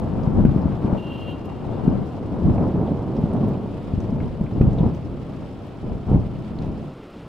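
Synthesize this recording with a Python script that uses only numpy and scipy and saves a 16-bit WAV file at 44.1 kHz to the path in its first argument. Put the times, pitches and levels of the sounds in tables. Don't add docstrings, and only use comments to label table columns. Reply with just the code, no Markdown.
import sys
import numpy as np
from scipy import signal
from scipy.fft import rfft, irfft, next_fast_len
from scipy.io import wavfile
from scipy.ndimage import uniform_filter1d, minimum_filter1d

SR = 44100
rng = np.random.default_rng(int(sys.argv[2]) if len(sys.argv) > 2 else 0)


def store_wav(level_fs):
    pcm = np.round(np.clip(np.atleast_2d(level_fs), -1, 1) * 32767)
    wavfile.write(sys.argv[1], SR, pcm.T.astype(np.int16))


N = 321039
TIME = np.arange(N) / SR
CONTROL_TIME = np.arange(0, N, 40) / SR

# (time [s], width [0-1])
STORM_WIDTH = [(0, 1), (6.86, 0.95), (6.93, 0), (7.28, 0.1)]
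# (time [s], boom level [dB], tear level [dB])
RUMBLE_BED = [(0, -27.5, -36), (1.1, -32, -40), (2.3, -27, -35), (3.3, -24.5, -33), (3.8, -29.5, -38),
              (5.0, -28, -40), (5.7, -34, -43), (6.25, -27.5, -42), (6.89, -29.5, -40.5),
              (6.94, -43.5, -51.5), (7.28, -38, -48.5)]
# (time [s], hold [s], boom level [dB], tear level [dB], bass shelf [dB])
PEAL_CUES = [(0.05, .7, -24, -37.5, 1.5), (0.376, 0.086, -15.5, -32.5, 2), (0.839, 0.13, -26.5, -34.5, -5),
             (1.093, 0.18, -28, -38, -5), (1.65, 0.13, -30, -39.5, 0.5), (1.87, 0.08, -18.5, -33.5, -4.5),
             (2.437, 0.071, -18, -35.5, 0.5), (2.572, 0.079, -22, -33, -2.5), (2.758, 0.17, -23, -31.5, -3),
             (2.98, .26, -27.5, -38, -12), (3.359, 0.15, -22, -35.5, -8), (4.055, 0.025, -24, -32.5, 5),
             (4.118, 0.14, -24.5, -39.5, 2), (4.537, 0.2, -22, -33.5, 7), (4.804, 0.058, -17.5, -29.5, 1),
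             (5.861, 0.075, -31.5, -39, 17), (6.107, 0.044, -17, -28, 9), (6.606, 0.078, -26.5, -38.5, 8.5)]
# (frequency [Hz], relative level [dB])
BOOM_SPECTRUM = [(12, -15.5), (25, -6), (50, -2.5), (120, 4), (220, 2), (300, -6.5), (420, -20), (700, -41),
                 (1400, -84), (4000, -110)]
# (frequency [Hz], relative level [dB])
TEAR_SPECTRUM = [(150, -16), (300, 4), (430, 0), (650, -4.5), (950, -11), (1300, -22.5), (1800, -35),
                 (3000, -46.5), (8000, -67), (16000, -86)]
# (time [s], treble shelf [dB])
TEAR_BRIGHTNESS = [(1.5, 5.5), (3.0, -1.5), (6.1, -2)]
# (time [s], left over right [dB])
THUNDER_PAN = [(0.0, 1.5), (0.2, 3.5), (1.38, 2.5), (1.99, 4), (2.13, 0.5), (2.45, 1.5), (3.06, -1.5),
               (4.05, 1.5), (7.28, 0.0)]
# (frequency [Hz], relative level [dB])
FAR_STORM_SPECTRUM = [(20, -3.5), (60, -2), (130, -5), (300, 3), (500, -1), (850, -10), (1350, -11),
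                      (1750, -28.5), (3000, -55.5)]
# (frequency [Hz], relative level [dB])
RAIN_SPECTRUM = [(600, -1.5), (1500, 3), (2200, 2.5), (3000, 2.5), (4000, -4), (5100, -9), (6000, -16.5),
                 (8000, -17.5), (11000, -23), (15500, -32)]
# (time [s], level [dB], pitch [Hz], splash t60 [s])
DROP_HITS = [(.233, -47, 5200, .03), (.618, -50, 5100, .055), (1.070, -45, 4840, .02),
             (1.277, -43, 2100, 0.049), (1.455, -49, 12400, 0.018), (1.762, -48, 3600, 0.068),
             (2.579, -39.5, 2160, .037), (2.875, -45, 3200, 0.05), (3.165, -48.5, 5140, .071),
             (3.3355, -45, 9000, 0.0007), (3.486, -49, 14600, .02), (3.541, -44, 2670, .05),
             (4.003, -43.5, 6100, .025), (4.203, -36, 1980, .032), (4.462, -41.5, 2200, 0.066),
             (4.730, -48, 6400, 0.035), (4.783, -40, 3500, .057), (4.948, -43, 6200, 0.0053),
             (6.588, -37, 4130, 0.012), (6.622, -45, 5200, .02)]
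# (time [s], level [dB], pitch [Hz])
CLAP_HITS = [(0.2774, -12.5, 147), (0.3843, -9, 163), (0.4176, -8, 142), (0.452, 0.5, 161),
             (0.5627, -10, 182), (0.6584, -8.5, 166), (0.848, -9.5, 186), (0.929, -11.5, 169),
             (1.8803, -4.5, 167), (2.456, -9.5, 146), (2.4872, -9.5, 132), (2.747, -9.5, 186),
             (2.7739, -12.5, 194), (2.9191, -10.5, 224), (3.1888, -12.5, 195), (3.2401, -12, 177),
             (3.4381, -13, 153), (3.9387, -10, 180), (3.98, -12.5, 157), (4.1278, -13.5, 155),
             (4.4132, -10.5, 164), (4.612, 1.5, 165), (4.678, -7.5, 98.6), (4.8075, -9, 129),
             (4.8646, -12.5, 183), (5.9148, -15.5, 109), (6.1171, -6, 146), (6.1477, -7, 179),
             (6.159, -8, 134)]
# (delay [s], level [dB])
SLAPBACKS = [(.0045, -11.5), (.0095, -20), (0.04, -16), (0.067, -31)]
# (time [s], level [dB])
CRACK_HITS = [(0.453, -29), (1.884, -40), (4.616, -31), (6.147, -45)]
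# (time [s], level [dB])
WHISTLE_BLAST = [(.95, -81), (.978, -42.5), (1.02, -49), (1.12, -43.5), (1.26, -46.5), (1.315, -40),
                 (1.345, -51), (1.37, -75.5)]
# (base pitch [Hz], level [dB], attack [s])
WHISTLE_CHAMBERS = [(2783, 1, .005), (3155, -7.5, .08)]


def from_db(db):
    return 10 ** (np.asarray(db) / 20)


def rms_one(x):
    return x / np.sqrt(np.mean(x ** 2) + 1e-20)


def automation(rows):
    return np.interp(TIME, *np.transpose(rows))


def drift(rate_hz):
    step, run_in = 40, 2000
    pole = np.exp(-2 * np.pi * rate_hz * step / SR)
    noise = rng.standard_normal(N // step + run_in + 2)
    slow = signal.lfilter([1], [1, -2 * pole, pole * pole], noise)[run_in:]
    return np.interp(np.arange(N) / step, np.arange(len(slow)), rms_one(slow))


def cut(x, hz, kind, order=2):
    return signal.sosfilt(signal.butter(order, hz, kind, fs=SR, output="sos"), x + 1e-18)


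def zero_phase(x, hz, kind):
    return cut(cut(x, hz, kind)[..., ::-1], hz, kind)[..., ::-1]


def shelf(x, hz, kind, db):
    return x + (from_db(db) - 1) * zero_phase(x, hz, kind)


def ring(x, hz, q):
    return signal.lfilter(*signal.iirpeak(hz, q, fs=SR), x)


def colour(x, spectrum):
    size = next_fast_len(N)
    hz, db = np.transpose(spectrum)
    log_hz = np.log(np.arange(size // 2 + 1) * SR / size + 1)
    gain = from_db(np.interp(log_hz, np.log(hz), db))
    return rms_one(irfft(rfft(x, size) * 1j * gain, size)[..., :N])


def clicks(per_s, size_db):
    sizes = from_db(size_db * np.clip(rng.standard_normal(N), -2, 2)) * rng.choice([-1, 1], N)
    return rms_one(sizes * (rng.random(N) < per_s / SR))


def stereo(mid, side, side_db):
    return mid + from_db(side_db) * automation(STORM_WIDTH) * side * np.array([[1], [-1]])


def wide_noise(side_db):
    return stereo(*rng.standard_normal((2, N)), side_db)


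def outdoors(x, t60, onset_s):
    t = TIME[:SR * 2]
    tail = rng.standard_normal((2, len(t))) * from_db(-60 * t / t60) * (1 - np.exp(-t / onset_s))
    tail /= np.sqrt(np.sum(tail ** 2, axis=1, keepdims=True))
    return signal.fftconvolve(x[None], tail, axes=1)[:, :N]


def swell(full_at, db, attack_s, hold_s, release_s):
    early = np.maximum(full_at - CONTROL_TIME, 0)
    late = np.maximum(CONTROL_TIME - full_at - hold_s, 0)
    return (from_db(db) * np.exp(-(early / attack_s) ** 2 - late / release_s)) ** 2


def thunder_envelopes(attack_s=.031):
    times, *levels = np.transpose(RUMBLE_BED)
    boom, tear = (from_db(np.interp(CONTROL_TIME, times, db)) ** 2 for db in levels)
    weighted_bass = 0
    for at, hold_s, boom_db, tear_db, bass_db in PEAL_CUES:
        peal = swell(at, boom_db, attack_s, hold_s, release_s=.074)
        boom += peal
        weighted_bass += peal * bass_db
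        tear += swell(at, tear_db, attack_s, hold_s, release_s=.063)
    for at, db, _ in CLAP_HITS:
        boom += swell(at, db - 9, attack_s=.0027, hold_s=.0074, release_s=.0068)
    curves = np.sqrt(boom), np.sqrt(tear), weighted_bass / boom
    return [np.interp(TIME, CONTROL_TIME, curve) for curve in curves]


def swarm(spectrum, per_s, size_db, side_db, even_s):
    shocks = colour(stereo(clicks(per_s, size_db), clicks(per_s * 2, size_db), side_db), spectrum)
    power = uniform_filter1d(shocks.mean(0) ** 2, int(even_s * SR) + 1)
    return shocks / np.sqrt(power + 1e-4)


def roll(side_db):
    boom_gain, tear_gain, bass_db = thunder_envelopes()
    boom = swarm(BOOM_SPECTRUM, per_s=900, size_db=2, side_db=side_db, even_s=.05)
    tear = swarm(TEAR_SPECTRUM, per_s=1600, size_db=2.5, side_db=side_db, even_s=.046)
    boom = boom_gain * shelf(boom, 99, "low", bass_db)
    tear = tear_gain * shelf(tear, 1100, "high", automation(TEAR_BRIGHTNESS))
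    lurch = from_db(1.42 * drift(rate_hz=9))
    return lurch * (from_db(-2) * boom + from_db(1.5) * tear)


def thunder(mono_below_hz=55):
    pan_db = automation(THUNDER_PAN)
    scatter_db = -11.2 + 1.3 * pan_db
    pan = from_db(pan_db * np.array([[.5], [-.5]]))
    left, right = (roll(scatter_db) + claps() + cracks()) * pan
    side = zero_phase((left - right) / 2, mono_below_hz, "high")
    return (left + right) / 2 + side * np.array([[1], [-1]])


def far_storm():
    return from_db(-42.5) * colour(wide_noise(side_db=-8.5), FAR_STORM_SPECTRUM)


def rain(splash_s=.0037, ledge_hz=5150, ledge_width_hz=260):
    hiss = colour(wide_noise(side_db=-8.5), RAIN_SPECTRUM) * from_db(1.1 * drift(rate_hz=19))
    spray = colour(wide_noise(side_db=8.5), RAIN_SPECTRUM)
    spray = cut(cut(spray, 4500, "high"), 9500, "low")
    patter = 0
    for hz in np.geomspace(1900, 7000, num=5):
        impacts = clicks(per_s=40, size_db=3.6) ** 2
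        power = signal.lfilter([1], [1, -np.exp(-1 / (splash_s * SR))], impacts)
        splash = wide_noise(side_db=0) * np.sqrt(power + 1e-18)
        splash = cut(cut(splash, hz * 1.02, "low"), hz / 1.3, "high")
        patter += rms_one(splash) * (hz / 2000) ** -1.3
    ledge = rms_one(ring(splash, ledge_hz, q=ledge_hz / ledge_width_hz))
    ticks = stereo(clicks(per_s=14, size_db=6), clicks(per_s=14, size_db=6), side_db=-14)
    ticks = cut(ticks, 4000, "high")
    return (from_db(-56) * hiss + from_db(-69.5) * spray + from_db(-66) * patter
            + from_db(-77.5) * ledge + from_db(-84.5) * ticks)


def drops(ring_width_hz=480, splash_db=-10):
    track = np.zeros(N)
    t = TIME[:SR // 10]
    for at, db, hz, t60 in DROP_HITS:
        burst = rng.standard_normal(len(t)) * from_db(-60 * t / t60)
        splash = cut(burst, hz * 1.1, "low", order=4)
        tick = ring(splash, hz, q=hz / ring_width_hz) + from_db(splash_db) * splash
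        start = int(at * SR)
        track[start:start + len(t)] += from_db(db) * tick / np.abs(tick).max()
    return track + from_db(-9) * outdoors(track, t60=.15, onset_s=.003)


def claps(steepness=1.73, taper=.71):
    direct = np.zeros(N)
    for at, db, hz in CLAP_HITS:
        span = slice(int((at - .015) * SR), int((at + .015) * SR))
        phase = 2 * np.pi * hz * (TIME[span] - at)
        front = np.tanh(phase * steepness * from_db(db / 2))
        pulse = front * np.exp(-(phase / 2) ** 2 * taper)
        direct[span] += from_db(db) * pulse / pulse.max()
    direct = cut(direct, 32, "high", order=1)
    thud = cut(direct, 260, "low")
    echoes = sum(from_db(db) * np.interp(TIME - delay, TIME, thud) for delay, db in SLAPBACKS)
    return direct + echoes + from_db(-5.5) * outdoors(thud, t60=.21, onset_s=.0056)


def cracks(decay_s=.0016, edge_db=-19):
    envelope = sum(from_db(db) * np.exp(-np.abs(TIME - at) / decay_s) for at, db in CRACK_HITS)
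    noise = rng.standard_normal(N)
    mids = rms_one(cut(cut(noise, 2200, "low", order=4), 500, "high"))
    smack = envelope * (mids + from_db(edge_db) * noise)
    return smack + from_db(-7) * outdoors(smack, t60=.12, onset_s=.003)


def whistle(trill_hz=26, choke=.47, flick_hz=45, jitter_hz=10):
    start, speaks_at, *_, end = (at for at, _ in WHISTLE_BLAST)
    blast = from_db(automation(WHISTLE_BLAST)) * (TIME > start) * (TIME < end)
    tone_age = np.maximum(TIME - speaks_at, 0)
    trill_phase = 2 * np.pi * np.cumsum(trill_hz + 4 * drift(rate_hz=10)) / SR
    turn = (.5 + .5 * np.sin(trill_phase)) ** 4
    tones, phases = 0, []
    for hz, db, attack_s in WHISTLE_CHAMBERS:
        pitch_hz = hz + flick_hz * turn + jitter_hz * drift(rate_hz=120)
        phases.append(2 * np.pi * np.cumsum(pitch_hz) / SR)
        attack = 1 - np.exp(-tone_age / attack_s)
        tones += from_db(db + 2 * drift(rate_hz=70)) * attack * np.sin(phases[-1])
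    low, high = phases
    tones += from_db(-21.5) * sum(np.sin(high + k * (high - low)) for k in (2, 3))
    rasp = cut(rng.standard_normal(N), 2830, "high", order=8)
    rasp = rms_one(cut(rasp, 2950, "low", order=8))
    call = blast * (tones * (1 - choke * turn) + from_db(-10.5) * rasp)
    air = from_db(-26) * blast * cut(rng.standard_normal(N), 2500, "high")
    return call + air + from_db(-9.5) * outdoors(call, t60=2.4, onset_s=.02)[0]


def scene():
    return thunder() + far_storm() + rain() + drops() + whistle()


def record(dry, ceiling=.95, cutoff_hz=15700):
    safe_gain = np.minimum(1, ceiling / (np.abs(dry).max(0) + 1e-9))
    held_gain = minimum_filter1d(safe_gain, size=441)
    smooth_gain = uniform_filter1d(uniform_filter1d(held_gain, size=220), size=220)
    low_pass = signal.ellip(12, .1, 90, cutoff_hz, fs=SR, output="sos")
    return signal.sosfilt(low_pass, dry * smooth_gain)


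dry = scene()
out = record(dry)
store_wav(out)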